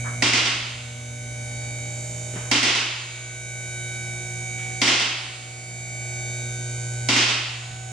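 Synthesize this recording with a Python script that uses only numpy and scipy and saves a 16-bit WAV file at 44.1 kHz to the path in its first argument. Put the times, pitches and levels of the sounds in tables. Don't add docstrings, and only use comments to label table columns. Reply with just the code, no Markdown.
import sys
import numpy as np
from scipy import signal
from scipy.fft import rfft, irfft, next_fast_len
from scipy.io import wavfile
from scipy.ndimage import uniform_filter1d, minimum_filter1d, map_coordinates

SR = 44100
rng = np.random.default_rng(int(sys.argv[2]) if len(sys.argv) > 2 else 0)


def master_out(mix):
    frames = np.transpose(np.atleast_2d(mix))
    ceiling = np.clip(frames, -1, 1)
    pcm = np.round(ceiling * 32767).astype(np.int16)
    wavfile.write(sys.argv[1], SR, pcm)


N = 349253
TIME = np.arange(N) / SR

SHAFT_HZ, MAINS_HZ = 58.235, 59.96
TEETH = 13
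CUTOFF_HZ = 15600

# [f/Hz, correlation]
LIKENESS = [(30, 0.43), (70, .85), (120, 1), (380, .95), (700, 0.4), (1300, 0.17), (2400, 0.71),
            (4400, 0.53), (8000, -0.26), (15000, 0.14)]
# [multiple of the tooth rate, level/dB at the first spot, level/dB at the second spot]
WHINE = [(4, -54, -56.5), (5, -53, -49.5), (6, -56.5, -53.5), (7, -61, -56)]


def from_db(db):
    return 10 ** (np.asarray(db) / 20)


def in_time(rows, s=TIME):
    at, *columns = np.transpose(rows)
    return [np.interp(s, at, column) for column in columns]


def at_hz(points, hz, axis=1):
    points = np.array(points, float)
    return np.interp(np.log(np.maximum(hz, 1)), np.log(points[:, 0]), points[:, axis])


def on_the_walk(first_db, second_db):
    # [t/s, share of the way]
    walk = [(1.0, 0.02), (3.3, 1)]
    way, = in_time(walk)
    return first_db + (second_db - first_db) * way


def drift(rate, count=1):
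    r = np.exp(-2 * np.pi * rate / 100)
    white = rng.standard_normal((count, N * 100 // SR + 602))
    slow = signal.lfilter([1], [1, -2 * r, r * r], white)[:, 600:]
    return slow / np.std(slow)


def smooth(points):
    return np.interp(np.linspace(0, len(points) - 1, N), np.arange(len(points)), points)


def pair(mid, side, hz):
    alike = np.clip(at_hz(LIKENESS, hz), -.99, .995)
    mid = np.sqrt((1 + alike) / 2) * mid
    side = np.sqrt((1 - alike) / 2) * side
    return np.array([mid + side, mid - side])


def noise(spectrum, size=N):
    padded = next_fast_len(size, True)
    hz = np.fft.rfftfreq(padded, 1 / SR)
    white = rfft(rng.standard_normal((2, padded))) * np.sqrt(SR / 2)
    return irfft(pair(*white, hz) * from_db(at_hz(spectrum, hz)), padded)[:, :size]


def band(low, high, size):
    bandpass = signal.butter(3, [low, min(high, .45 * SR)], "band", fs=SR, output="sos")
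    x = signal.sosfilt(bandpass, rng.standard_normal((2, size + 4000)))
    return pair(*(x / np.std(x))[:, -size:], np.sqrt(low * high))


def dying(t, t60):
    return np.exp(-np.log(1000) * t / t60)


def add(out, s, sound):
    start = max(round(s * SR), 0)
    out[:, start:start + sound.shape[1]] += sound[:, :N - start]


def placed(x, right_db):
    return x * from_db(np.array([[-right_db], [right_db]]) / 2)


def room_paths(hz, direct, rate):
    parts = drift(rate, count=4 * len(hz)).reshape(2, 2, len(hz), -1)
    reflected = pair(*(parts[0] + 1j * parts[1]) / np.sqrt(2), hz[:, None])
    apart = np.arccos(np.clip(at_hz(LIKENESS, hz), -1, 1)) / 2
    steady = np.exp(1j * (2 * np.pi * rng.random(len(hz)) + np.array([apart, -apart])))
    direct = np.clip(direct, 0, 1)
    return np.sqrt(direct) * steady[:, :, None] + np.sqrt(1 - direct) * reflected


def tone(hz, cycles, direct, rate):
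    path = np.array([smooth(side[0]) for side in room_paths(np.array([hz]), direct, rate)])
    return np.sqrt(2) * np.real(path * np.exp(2j * np.pi * cycles))


def motor(fade_db=2.0, rumble_follows=0.71):
    # [t/s, level/dB]
    hum_curve = [(0, -31), (1, -31.5), (2, -34), (5.6, -36), (7, -29.7), (7.9, -31)]
    # [multiple of the hum, level/dB at first spot, level/dB at second spot]
    hum_overtones = [(2, -48, -61), (3, -61, -53.5), (4, -50.5, -55.5), (5, -48.5, -54.5)]
    # [f/Hz, level/(dB per Hz)]
    rumble_spectrum = [(20, -89), (35, -94), (55, -69), (72, -67), (100, -70), (160, -84.5), (400, -130)]

    hum_db, = in_time(hum_curve)
    hz = 2 * MAINS_HZ
    hum = from_db(hum_db) * np.sqrt(2) * np.sin(2 * np.pi * hz * TIME)
    rumble_db = on_the_walk(4, -1) + rumble_follows * (hum_db - hum_db.mean())
    out = hum + from_db(rumble_db) * noise(rumble_spectrum)
    for k, first_db, second_db in hum_overtones:
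        level_db = on_the_walk(first_db, second_db) + fade_db * smooth(drift(0.65)[0])
        out += from_db(level_db) * tone(k * hz, k * hz * TIME, direct=1.0, rate=1.0)
    return out


def gear_whine(turns, flutter_db=1.0, fade_db=1.8, throb=0.074):
    # [t/s, level/dB]
    tooth_curve = [(0, -50), (3.7, -56.5), (4.7, -44), (6.7, -53.5), (7.9, -43)]
    lower_curve = [(0, -49), (1.3, -45), (2, -54), (3.3, -42), (4.15, -45.5), (4.5, -50), (5.9, -51.5),
                   (6.6, -45.5), (7.9, -44)]
    main_curve = [(0, -39.5), (1, -41), (1.8, -39.5), (2.3, -47.5), (3.3, -35.5), (4.4, -36), (5.4, -40),
                  (6.25, -34.5), (6.9, -45), (7.9, -47)]

    curves = (tooth_curve, lower_curve, main_curve)
    levels = {k: in_time(curve)[0] for k, curve in enumerate(curves, 1)}
    for k, first_db, second_db in WHINE:
        levels[k] = on_the_walk(first_db, second_db) + fade_db * smooth(drift(1.0)[0])
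    out = 0
    for k, level_db in levels.items():
        gain = from_db(level_db + flutter_db * smooth(drift(3)[0]))
        out = out + gain * tone(k * TEETH * SHAFT_HZ, k * TEETH * turns, direct=0.98, rate=0.29)
    return out * (1 + throb * np.cos(2 * np.pi * 2 * MAINS_HZ * TIME))


def pump_buzz(turns, size=4096, count=80):
    # [f/Hz, level/dB]
    buzz_levels = [(58, -57), (116, -60), (175, -56.5), (400, -67), (1100, -92), (1800, -103), (3000, -78),
                   (4700, -83), (7000, -86), (9500, -65.5), (10500, -74), (11500, -124), (14500, -80),
                   (15500, -105)]
    # [f/Hz, width/Hz, level/dB]
    housing = [(290, 70, -67), (669, 69, -52), (799, 38, -54), (2255, 220, -50.5), (3660, 38, -53),
               (5400, 77, -55.5), (6200, 110, -48.5), (6670, 420, -51), (7570, 730, -55), (8380, 270, -54),
               (9000, 240, -59), (9660, 103, -56.5)]
    # [f/Hz, level/dB]
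    whine_top = [(6050, -54), (6800, -43.5), (7600, -49), (8300, -55.5), (9100, -60.5), (9800, -54),
                 (10600, -93), (14300, -88)]

    orders = np.arange(1, int(CUTOFF_HZ / SHAFT_HZ))
    hz = orders * SHAFT_HZ
    power = from_db(at_hz(buzz_levels, hz)) ** 2
    for centre_hz, width_hz, level_db in housing:
        power += (from_db(level_db) / (1 + (2 * (hz - centre_hz) / width_hz) ** 2)) ** 2
    is_tooth = orders % TEETH == 0
    gain = np.where(is_tooth, from_db(at_hz(whine_top, hz)), np.sqrt(power))
    gain[is_tooth & (orders <= TEETH * WHINE[-1][0])] = 0
    paths = room_paths(hz, direct=0.32, rate=0.69)
    moments = np.linspace(0, paths.shape[2] - 1, count).astype(int)
    lines = gain[:, None] * paths[:, :, moments]
    revolution = irfft(np.pad(lines, ((0, 0), (1, 0), (0, 0))), size, axis=1) * size / np.sqrt(2)
    where = [turns % 1 * size, np.linspace(0, count - 1, N)]
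    return np.array([map_coordinates(side, where, order=1, mode="grid-wrap") for side in revolution])


def pump(sway=0.000119, shudder=0.00018):
    # [f/Hz, level/(dB per Hz)]
    flow = [(100, -81), (200, -76), (400, -82.5), (700, -79), (1100, -87.5), (1600, -83.5), (2300, -87),
            (3000, -87), (5000, -88.5), (6700, -81), (9500, -92), (11500, -108), (14500, -108),
            (16000, -128)]
    speed = SHAFT_HZ * (1 + sway * smooth(drift(0.61)[0]) + shudder * smooth(drift(23)[0]))
    throb = .0011 * np.sin(2 * np.pi * 2 * MAINS_HZ * TIME)
    turns = np.cumsum(speed) / SR + throb
    return gear_whine(turns) + pump_buzz(turns) + noise(flow)


def bumps():
    # [t/s, level/dB before shaping, centre f/Hz, width/octaves, rise/s, t60/s]
    bump_list = [(0.039, -31.5, 1260, 0.89, 0.031, 0.34), (2.338, -33.5, 270, 1.6, 0.0024, 0.11),
                 (2.338, -43, 1800, 2.1, .002, 0.088), (2.356, -36.5, 706, 3.7, 0.0018, 0.81),
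                 (2.359, -33, 197, 0.92, 0.0035, .15), (4.57, -45, 2250, 1.4, 0.025, 1.1),
                 (7.706, -29.5, 59.3, 2, 0.0063, 0.21)]
    out, t = np.zeros((2, N)), TIME[:SR // 2]
    for s, level_db, hz, octaves, rise, t60 in bump_list:
        shape = np.minimum(t / rise, 1) * dying(np.maximum(t - rise, 0), t60)
        half_width = 2 ** (octaves / 2)
        add(out, s, from_db(level_db) * band(hz / half_width, hz * half_width, len(t)) * shape)
    return out


def contacts():
    # [t/s of the first latch's drop, its extra level/dB, lag/s of the second latch, its extra level/dB]
    notches = [(0.2216, 0.5, 0.11, 0.5), (2.5126, 0.5, .116, 0.5), (4.8149, -.5, .059, 0),
               (7.0865, 0, .075, 1)]
    first_drop, second_drop, settling = (0.55, .5, 2.1), (2.2, -3.5, 2.5), (0, -19, -7)
    rebound_loss_db = (2.5, 3.5, 6)
    rebound_s, settle_s = .037, .118

    for s, first_db, lag, second_db in notches:
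        drops = [(s, np.add(first_drop, first_db)), (s + lag, np.add(second_drop, second_db))]
        for post, (when, levels_db) in enumerate(drops):
            yield when, post, post == 0, levels_db
            yield when + rebound_s * rng.uniform(.9, 1.1), post, False, levels_db - rebound_loss_db
        yield s + lag + settle_s, 0, False, np.array(settling)


def ringing(modes, t, scatter_db):
    out = 0
    for hz, level_db, t60 in modes:
        phase = np.angle(pair(*np.exp(2j * np.pi * rng.random((2, 1))), hz))
        gain = from_db(level_db + scatter_db * rng.normal())
        out = out + gain * dying(t, t60) * np.sin(2 * np.pi * hz * t + phase)
    return out


def clang(t, swell=0.17, swell_hz=2850, swell_octaves=1.0):
    # [f/Hz, level/(dB per Hz), t60/s]
    dense_ringing = [(185, -59.5, 0.35), (342, -56.5, 1.06), (480, -59.5, 0.51), (790, -59.5, 1.15),
                     (1450, -55, 1.17), (1710, -56.5, 1.09), (1960, -51, 1.03), (2880, -45.5, 0.97),
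                     (3880, -54, 1.12), (5000, -52.5, 0.95), (6200, -56, 0.71), (8400, -66.5, 0.8),
                     (9700, -72.5, 0.17), (10350, -90, 0.2)]
    edges = np.geomspace(160, 15000, 31)
    out = 0
    for low, high in zip(edges, edges[1:]):
        hz = np.sqrt(low * high)
        resonant = np.exp(-(np.log2(hz / swell_hz) / swell_octaves) ** 2)
        build_up = 1 - .5 * resonant * np.exp(-t / swell)
        shape = dying(t, at_hz(dense_ringing, hz, axis=2)) * build_up
        gain = from_db(at_hz(dense_ringing, hz)) * np.sqrt(high - low)
        out = out + gain * band(low, high, len(t)) * shape
    return out


def crack(t, rise, t60):
    # [f/Hz, level/(dB per Hz)]
    crack_spectrum = [(200, -111), (700, -53.5), (1500, -62.5), (2100, -43), (3000, -53.5), (5000, -53.5),
                      (7000, -55.5), (9700, -68), (11000, -81), (14500, -83), (16000, -110)]
    return noise(crack_spectrum, size=len(t)) * dying(t, t60) * (1 - np.exp(-(t / rise) ** 2))


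def chatter(t, level_db=-13, scatter_db=3, span=.3, t60=0.06, count=12):
    out = np.zeros((2, N))
    for when, strength in zip(rng.random(count), rng.uniform(-1, 1, count)):
        gain = from_db(level_db + scatter_db * strength - 4 * when)
        add(out, .015 + span * when, gain * crack(t[:SR // 20], .0006, t60))
    return out[:, :len(t)]


def latches(crack_t60=0.051, thump_rise=0.00813, first_rise=0.0012, later_rise=0.002, bloom=0.0035):
    # [f/Hz, level/dB, t60/s]
    post_modes = [(1973, -35, 1.2), (2092, -37, 1.1), (2573, -36, 1.3), (2672, -35, 1.2), (2794, -34, 1.2),
                  (2918, -34, 1.2), (3450, -39, 1.2), (3564, -39, 1.2), (9720, -49, .4)]
    # [f/Hz, level/dB, t60/s]
    thump_modes = [(238, -24, 0.12), (264, -21.5, 0.22), (295.6, -27, 0.33), (360.7, -43, 0.71)]

    out, t = np.zeros((2, N)), TIME[:3 * SR // 2]
    short = t[:SR // 2]
    posts = [clang(t) + ringing(post_modes, t, scatter_db=2.0) for _ in range(2)]
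    bending = 0
    for hz, level_db, t60 in thump_modes:
        wave = np.sin(2 * np.pi * hz * (short - thump_rise))
        bending = bending + from_db(level_db) * dying(short, t60) * wave
    thump = bending[None] * (1 - np.exp(-(short / thump_rise) ** 2))
    for s, post, opens, (clang_db, thump_db, crack_db) in contacts():
        rise = first_rise if opens else later_rise
        add(out, s, from_db(clang_db) * posts[post] * (1 - np.exp(-t / (rise + bloom))))
        add(out, s, from_db(crack_db) * crack(short, rise, crack_t60))
        add(out, s, from_db(thump_db) * thump)
        if opens:
            add(out, s, chatter(short))
    return out


def scene():
    machine = placed(motor(), right_db=0.83) + placed(pump(), right_db=2.5)
    return machine + placed(latches(), right_db=1.5) + bumps()


def gain_control(x, threshold_db=-26, slope=0.55, hold=0.26, release_db=9, attack=0.12):
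    power = uniform_filter1d(np.mean(x ** 2, axis=0), size=1300)
    level_db = 10 * np.log10(np.maximum(power, 1e-12))
    cut_db = slope * np.maximum(level_db - threshold_db, 0)
    half = int(hold * SR / 2)
    cut_db = -minimum_filter1d(-cut_db, 2 * half + 1, origin=half, mode="constant")
    cut_db = np.maximum.accumulate(cut_db + release_db * TIME) - release_db * TIME
    r = np.exp(-1 / (attack * SR))
    return x * from_db(-signal.lfilter([1 - r], [1, -r], cut_db))


def record(dry):
    lowpass = signal.ellip(10, .1, 80, CUTOFF_HZ - 400, fs=SR, output="sos")
    return signal.sosfilt(lowpass, gain_control(dry))


dry = scene()
out = record(dry)
master_out(out)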